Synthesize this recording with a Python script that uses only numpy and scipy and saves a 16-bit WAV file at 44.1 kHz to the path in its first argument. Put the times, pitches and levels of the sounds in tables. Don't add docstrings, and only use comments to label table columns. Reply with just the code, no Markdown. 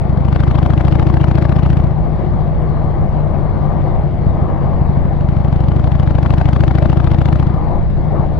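import sys
import numpy as np
from scipy import signal
from scipy.fft import rfft, irfft, next_fast_len
from scipy.io import wavfile
from scipy.ndimage import uniform_filter1d, map_coordinates

SR = 44100
rng = np.random.default_rng(int(sys.argv[2]) if len(sys.argv) > 2 else 0)


def transcribe(signal):
    frames = np.atleast_2d(signal).T
    limited = np.clip(frames, -1, 1)
    pcm = np.round(limited * 32767).astype(np.int16)
    wavfile.write(sys.argv[1], SR, pcm)


def magnitude_from_level(level_db):
    exponent = np.asarray(level_db, float) / 20
    return 10 ** exponent


N = 369999


def stereo(left, right):
    return np.array([[left], [right]])


OPPOSED = stereo(1, -1)


def unit(x):
    return x / np.sqrt(np.mean(x ** 2) + 1e-20)


def along(points, hz):
    f, value = np.transpose(points)
    return np.interp(np.log(hz + 1), np.log(f + 1), value)


def curve(rows):
    start_s, value = np.transpose(rows)
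    return np.interp(np.arange(N) / SR, start_s, value)


def wobble(rate):
    knots = rng.standard_normal(int(N * rate / SR) + 4)
    return map_coordinates(knots, [np.arange(N) * rate / SR])


def swells(rows):
    t = np.arange(N) / SR
    return sum(height * np.exp(-.5 * ((t - middle) / half) ** 2) for middle, half, height in rows)


def filtered(x, response):
    m = next_fast_len(N + SR // 2)
    return irfft(rfft(x, m) * response(np.fft.rfftfreq(m, 1 / SR)), m)[..., :N]


# start_s, cycles_per_s (one cycle is two crank turns)
ENGINE_SPEED = [(0, 12.65), (.64, 13.434), (1.58, 14.435), (1.75, 14.54), (1.95, 14.184), (2.27, 14.095),
                (3.82, 13.135), (4.66, 12.71), (5.4, 12.57), (6.05, 12.861), (6.44, 13.312), (7.31, 14.209),
                (7.63, 13.89), (8.39, 13.515)]


def engine_cycles():
    return np.cumsum(curve(ENGINE_SPEED)) / SR


def beats(share, scatter_db, jitter):
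    cycles = engine_cycles()
    chance = rng.standard_normal((int(cycles[-1]) + 1, 2))
    at = np.interp(np.arange(len(chance)) + share, cycles, np.arange(N), right=N)
    at = at + jitter * SR * chance[:, 0]
    return np.bincount(np.clip(at, 0, N).astype(int), magnitude_from_level(scatter_db * chance[:, 1]), N + 1)[:N]


def ring(x, modes, signs, blunt):
    def resonance(f, sign, hz, width, left_db, right_db):
        return sign * magnitude_from_level(stereo(left_db, right_db)) * 1j * f * width / (hz * hz - f * f + 1j * f * width)

    def response(f):
        body = sum(resonance(f, sign, *mode) for sign, mode in zip(signs, modes))
        softness = np.exp(-.5 * (2 * np.pi * f * blunt) ** 2)
        return body * softness / (1 + (35 / (f + 1)) ** 4)

    return filtered(x, response)


# pitch_hz, correlation
MIC_LIKENESS = [(20, -.6), (40, -.5), (100, -.2), (150, .3), (390, .6), (630, .85), (1000, .65),
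                (1600, .45), (2560, .5), (4100, .45), (9000, .1)]
# pitch_hz, left_minus_right_db
MIC_BALANCE = [(25, 4), (60, 0), (100, 0), (150, 9), (250, 8), (630, 7.5), (1600, 8.5), (4100, 6.5),
               (9000, 8)]
# pitch_hz, left_lead_rad
MIC_LEAD = [(0, 0.59), (260, 0.83), (950, -0.74), (1550, 1), (2580, 0.49), (4310, 1)]


def rush(spectrum, patchy_db):
    z = signal.stft(rng.standard_normal((2, N)), nperseg=512)[2]
    field = rng.standard_normal(z.shape[1:])
    field = uniform_filter1d(uniform_filter1d(field, 6, 0), 14, 1)
    pair = signal.istft(z * magnitude_from_level(patchy_db * unit(field)), nperseg=512)[1][:, :N]

    def mid_and_side(hz):
        turn = np.arccos(np.clip(along(MIC_LIKENESS, hz), -1, 1)) / 2
        return magnitude_from_level(along(spectrum, hz)) * [np.cos(turn), np.sin(turn)]

    def place(hz):
        return (magnitude_from_level(along(MIC_BALANCE, hz) / 2) * np.exp(.5j * along(MIC_LEAD, hz))) ** OPPOSED

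    mid, side = filtered(pair, mid_and_side)
    both = filtered(np.array([mid + side, mid - side]), place)
    return both / np.std(both.mean(0))


def opening_step():
    return swells([(0.00015, .003, .4)]) * stereo(1, 0)


# pitch_hz, density_db_per_hz
TYRE_SPECTRUM = [(120, -26.5), (200, -0.5), (253, -11.5), (346, -5), (416, -13), (632, -9.5), (800, -11.5),
                 (1150, -23), (1300, -29.5), (2200, -36.5), (3000, -73), (5000, -110)]
# pitch_hz, density_db_per_hz
WIND_SPECTRUM = [(4, -12), (10, -1), (30, 0), (60, -9), (120, -14), (200, -19), (400, -40), (1500, -120)]
# pitch_hz, density_db_per_hz
GRIT_SPECTRUM = [(500, -28.5), (750, 2.5), (1200, 2), (1400, -16), (2500, -46.5), (4000, -120)]
# pitch_hz, density_db_per_hz
AIR_SPECTRUM = [(700, -16), (1400, 1), (2150, -1), (2500, -7), (3200, -9), (4000, -12), (4600, -14),
                (5100, -20), (6300, -28), (11000, -37)]
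# middle_s, half_length_s, roar_db
ASPHALT = [
    (2.8, 0.033, 2),
    (3.5, 0.58, 1.5),
    (4.12, 0.096, -3.5),
    (4.5, 0.52, 2),
    (6.1, 0.072, -1.5),
    (7.4, 0.49, -1),
    (7.67, 0.096, 4),
    (7.92, 0.081, -2),
    (8.18, 0.05, 4),
]


def road(throttle):
    coarse = swells(ASPHALT)
    tyres = magnitude_from_level(-26 + coarse - 1.3 * throttle + 1.1 * wobble(30)) * rush(TYRE_SPECTRUM, patchy_db=0.78)
    grit = magnitude_from_level(-42.5 + 2.8 * coarse) * rush(GRIT_SPECTRUM, patchy_db=2.5)
    air = magnitude_from_level(-48.5) * rush(AIR_SPECTRUM, patchy_db=1.9)
    lumps = magnitude_from_level(1.5 * np.array([wobble(14), wobble(14)]))
    wind = magnitude_from_level(-23.5 - 2.5 * throttle) * lumps * rush(WIND_SPECTRUM, patchy_db=.8)
    return tyres + grit + air + wind


# cycle_share, level_db
EXHAUST_BEATS = [
    (.232, .7),
    (.508, 1.3),
    (.667, -1.2),
    (.945, -1.2),
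]
# pitch_hz, width_hz, left_db, right_db
PIPE_MODES = [(59, 19, 38, 39.8), (96, 45, 30, 36.4), (151, 24, 43, 18), (328, 19, 18.5, 10.5)]


def exhaust(throttle):
    train = sum(magnitude_from_level(db) * beats(share, scatter_db=1.8, jitter=.0003) for share, db in EXHAUST_BEATS)
    burble = magnitude_from_level(-32.5 + 1.3 * wobble(32)) * rng.standard_normal((2, N))
    shut = np.clip(1 - 0.74 * throttle, 0, 1)
    return ring((train + burble) * shut, PIPE_MODES, (1, OPPOSED, -1, 1), blunt=0.00095)


# start_s, opening (0-1)
TWIST_GRIP = [(0, 0.2), (.22, .36), (.36, 0.9), (.8, 0.98), (1.7, 0.79), (1.86, 0.35), (1.95, 0.06),
              (5.07, 0.03), (5.17, 0.21), (5.45, 0.44), (6.15, 0.66), (6.3, 1), (7.1, 0.86), (7.4, 0.78),
              (7.5, .4), (7.6, 0.06), (8.39, 0.09)]


def twist_grip():
    return np.clip(curve(TWIST_GRIP), 0, 1)


def charge(grip):
    return np.tanh(grip / .29) + strays()


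# cycle_share, boom_left_db, boom_right_db, bark_db, frame_knock_db
INLET_VALVES = [
    (.174, -8.5, -3, -5.5, 3),
    (.235, 2.5, 3, 2.5, -8.5),
    (.589, -40, -14, -8, 5),
    (.662, 4, 2, -.4, -3.5),
]
# pitch_hz, width_hz, left_db, right_db
BOOM_MODES = [(67.5, 12.5, 40, 35.5), (83, 21, -10, 45)]
# pitch_hz, width_hz, left_db, right_db
BARK_MODES = [(140, 57, 48.5, 35), (217, 27, -5, 37), (354, 144, 42.5, 35.5)]
# pitch_hz, width_hz, left_db, right_db
FRAME_MODES = [(105, 27, 39.5, -20)]
BARK_SIGNS = (1, OPPOSED, -1)


def intake(throttle, grip):
    blunt = .00123
    front_push, rear_push = 1 - .52 * (1 - grip), 1 - .36 * (1 - grip)
    boom = bark = frame = 0
    for valve, size, way in zip(INLET_VALVES, (front_push, 1, rear_push, 1), (1, -1, 1, -1)):
        share, left_db, right_db, bark_db, frame_db = valve
        knock = throttle * size * beats(share, scatter_db=.8, jitter=.00015)
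        boom = boom + way * magnitude_from_level(stereo(left_db, right_db)) * knock
        bark = bark + way * magnitude_from_level(bark_db) * knock
        frame = frame + magnitude_from_level(frame_db) * knock
    thud = ring(boom, BOOM_MODES, (1, 1), blunt) + ring(bark, BARK_MODES, BARK_SIGNS, blunt)
    return thud + ring(frame, FRAME_MODES, (1,), blunt)


# pitch_hz, density_db_per_hz
JET_SPECTRUM = [(290, -27.5), (600, 0), (1140, -10), (1530, -15), (1770, -21.5), (3230, -24.5),
                (4550, -31.5), (5900, -40.5), (8000, -48), (11000, -49.5)]


def intake_hiss(grip):
    def bell(seconds):
        return signal.windows.gaussian(SR // 20, seconds * SR)

    burst = bell(.0017) + .22 * np.roll(bell(.004), 190)
    front, rear = [signal.fftconvolve(beats(valve[0] - .012, scatter_db=1, jitter=.0003), burst, "same")
                   for valve in INLET_VALVES[1::2]]
    flow = sum(beats(valve[0] - .05, scatter_db=-2.0, jitter=0.0014) for valve in INLET_VALVES[::2])
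    flow = 0.31 * signal.fftconvolve(flow, bell(0.004), "same") + 0.023
    dull = filtered(rush(JET_SPECTRUM, patchy_db=4.5), lambda hz: 1 / (1 + (hz / 8000) ** 4))
    jet = rush(JET_SPECTRUM, patchy_db=1)
    thin = filtered(jet, lambda hz: 1 - .4 / (1 + (hz / 1150) ** 6))
    bright = (.9 + 1.2 * np.clip(1 - grip, 0, 1)) * front * thin
    bright = bright + .92 * rear * jet * magnitude_from_level(stereo(0, -3.5))
    leak = 0.046
    return magnitude_from_level(-18) * (np.clip(grip, 0, 2) ** 1.78 + leak) * (bright + flow * dull)


def drive(grip):
    cycles = engine_cycles()
    teeth, tooth_late = 23, .88
    phase = 2 * np.pi * (teeth * cycles - tooth_late) + .25 * wobble(9)
    tone = magnitude_from_level(-28.6 + 1.2 * wobble(12)) * np.sin(phase)
    surge = 1 + 1.35 * np.cos(2 * np.pi * (cycles - .25))
    return grip ** 1.1 * surge * tone * magnitude_from_level(stereo(0, -14.5))


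# pitch_hz, width_hz, left_db, right_db
SNAP_MODES = [(840, 220, 21, 9), (1400, 500, 14, 3)]


def snap(grip):
    hits = beats(.615, scatter_db=2.5, jitter=.0002)
    return ring(grip ** 1.8 * hits, SNAP_MODES, (-1, -1), blunt=.00012)


# cycle_share, pitch_hz, width_hz, left_gain, right_gain (signed)
PANEL_MODES = [(.029, 322, 15, -58, -11), (.208, 220, 33, -11, 19), (.61, 314, 31, 37, 10),
               (.665, 229, 70, 9, 18), (.665, 273, 40, 27, -4), (.624, 767, 140, -10, -4.5),
               (.633, 1117, 150, 6, 1), (.209, 750, 370, -2.7, -1.3), (.203, 345, 12, -32, -14),
               (.699, 366, 10, -18, -6), (.214, 168, 46, -50, -30), (.685, 156, 14, 50, 14),
               (.27, 91, 52, 4, 24)]


def panels(grip):
    total = 0
    for share, hz, width, left, right in PANEL_MODES:
        hits = grip ** 1.5 * beats(share, scatter_db=3.0, jitter=.0001)
        total = total + ring(hits, [(hz, width, 0, 0)], (stereo(left, right),), blunt=0.000073)
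    return total


def whistle(grip):
    centre_hz, width_hz = 1880, 320
    band = filtered(rng.standard_normal(N), lambda hz: np.exp(-.5 * ((hz - centre_hz) / width_hz * 2) ** 2))
    return magnitude_from_level(-52 + 2 * wobble(40)) * grip * unit(band) * stereo(0, 1)


# pitch_hz, density_db_per_hz
RATTLE_SPECTRUM = [(1500, -30), (2500, -3), (4500, 0), (6500, -7), (9000, -13), (11000, -14)]


def rattle(grip):
    ticks_per_s = 500
    ticks = (rng.random((2, N)) < ticks_per_s / SR) * magnitude_from_level(1.5 * rng.exponential(1, (2, N))) + .25
    spectrum = RATTLE_SPECTRUM + [(20000, -10)]
    fizz = unit(filtered(ticks * rng.standard_normal((2, N)), lambda hz: magnitude_from_level(along(spectrum, hz))))
    return magnitude_from_level(-62) * grip ** 1.1 * fizz * magnitude_from_level(stereo(0, 3.5))


# start_s, peak_db
SHARP_CRACKS = [(0.2526, -39.5), (0.8816, -30.5), (1.1707, -32), (1.3848, -28), (1.422, -30.5),
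                (2.9188, -49.5), (3.4084, -45.5), (3.8186, -45), (5.053, -45), (5.2088, -38.5),
                (5.2882, -40), (5.3673, -38.5), (6.2285, -33.5), (6.4863, -32), (6.6061, -24.5),
                (6.6358, -30), (6.785, -28), (6.972, -30.5), (7.3287, -29.5)]


def cracks():
    half_s = .0012
    bursts = swells([(s + half_s, half_s, magnitude_from_level(db - 0.5)) for s, db in SHARP_CRACKS])
    return bursts * rush(AIR_SPECTRUM, patchy_db=2.5)


# start_s, strength (0-1)
LATE_POPS = [(1.989, 0.2), (2.271, 0.3), (2.345, .3), (2.558, 0.5), (2.629, 0.36), (2.7, .25), (2.846, 0.5),
             (2.878, .3), (2.992, 0.2), (3.915, 0.2), (4.043, 0.4), (4.35, .3)]


def pops():
    start_s, strength = np.transpose(LATE_POPS)
    train = -np.bincount((start_s * SR).astype(int), strength, N)
    return ring(train, BARK_MODES, BARK_SIGNS, blunt=.0011) + ring(train, BOOM_MODES, (1, 1), blunt=.0012)


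# middle_s, charge (0-1)
STRAY_FIRINGS = [
    (4.265, .95),
    (4.42, 0.8),
    (4.657, 0.6),
    (4.815, 0.8),
    (4.85, .25),
    (4.894, 0.7),
    (4.973, 0.8),
    (5.011, 0.4),
    (5.051, 0.6),
    (8.195, 0.6),
]


def strays():
    return swells([(s, .012, size) for s, size in STRAY_FIRINGS])


def scene():
    grip = twist_grip()
    throttle = charge(grip)
    surroundings = opening_step() + road(throttle)
    breath = exhaust(throttle) + intake(throttle, grip) + intake_hiss(grip + .08 * strays())
    metal = drive(grip) + snap(grip) + panels(grip) + rattle(grip) + cracks()
    return surroundings + breath + metal + whistle(grip) + pops()


def top_cut(x):
    return signal.sosfilt(signal.butter(12, 15800, fs=SR, output="sos"), x)


def record(dry):
    kept = filtered(dry, lambda hz: hz < 11000)
    ceiling = .99
    loud = kept / (1 + np.abs(kept / ceiling) ** 11) ** (1 / 11)
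    return top_cut(loud)


dry = scene()
out = record(dry)
transcribe(out)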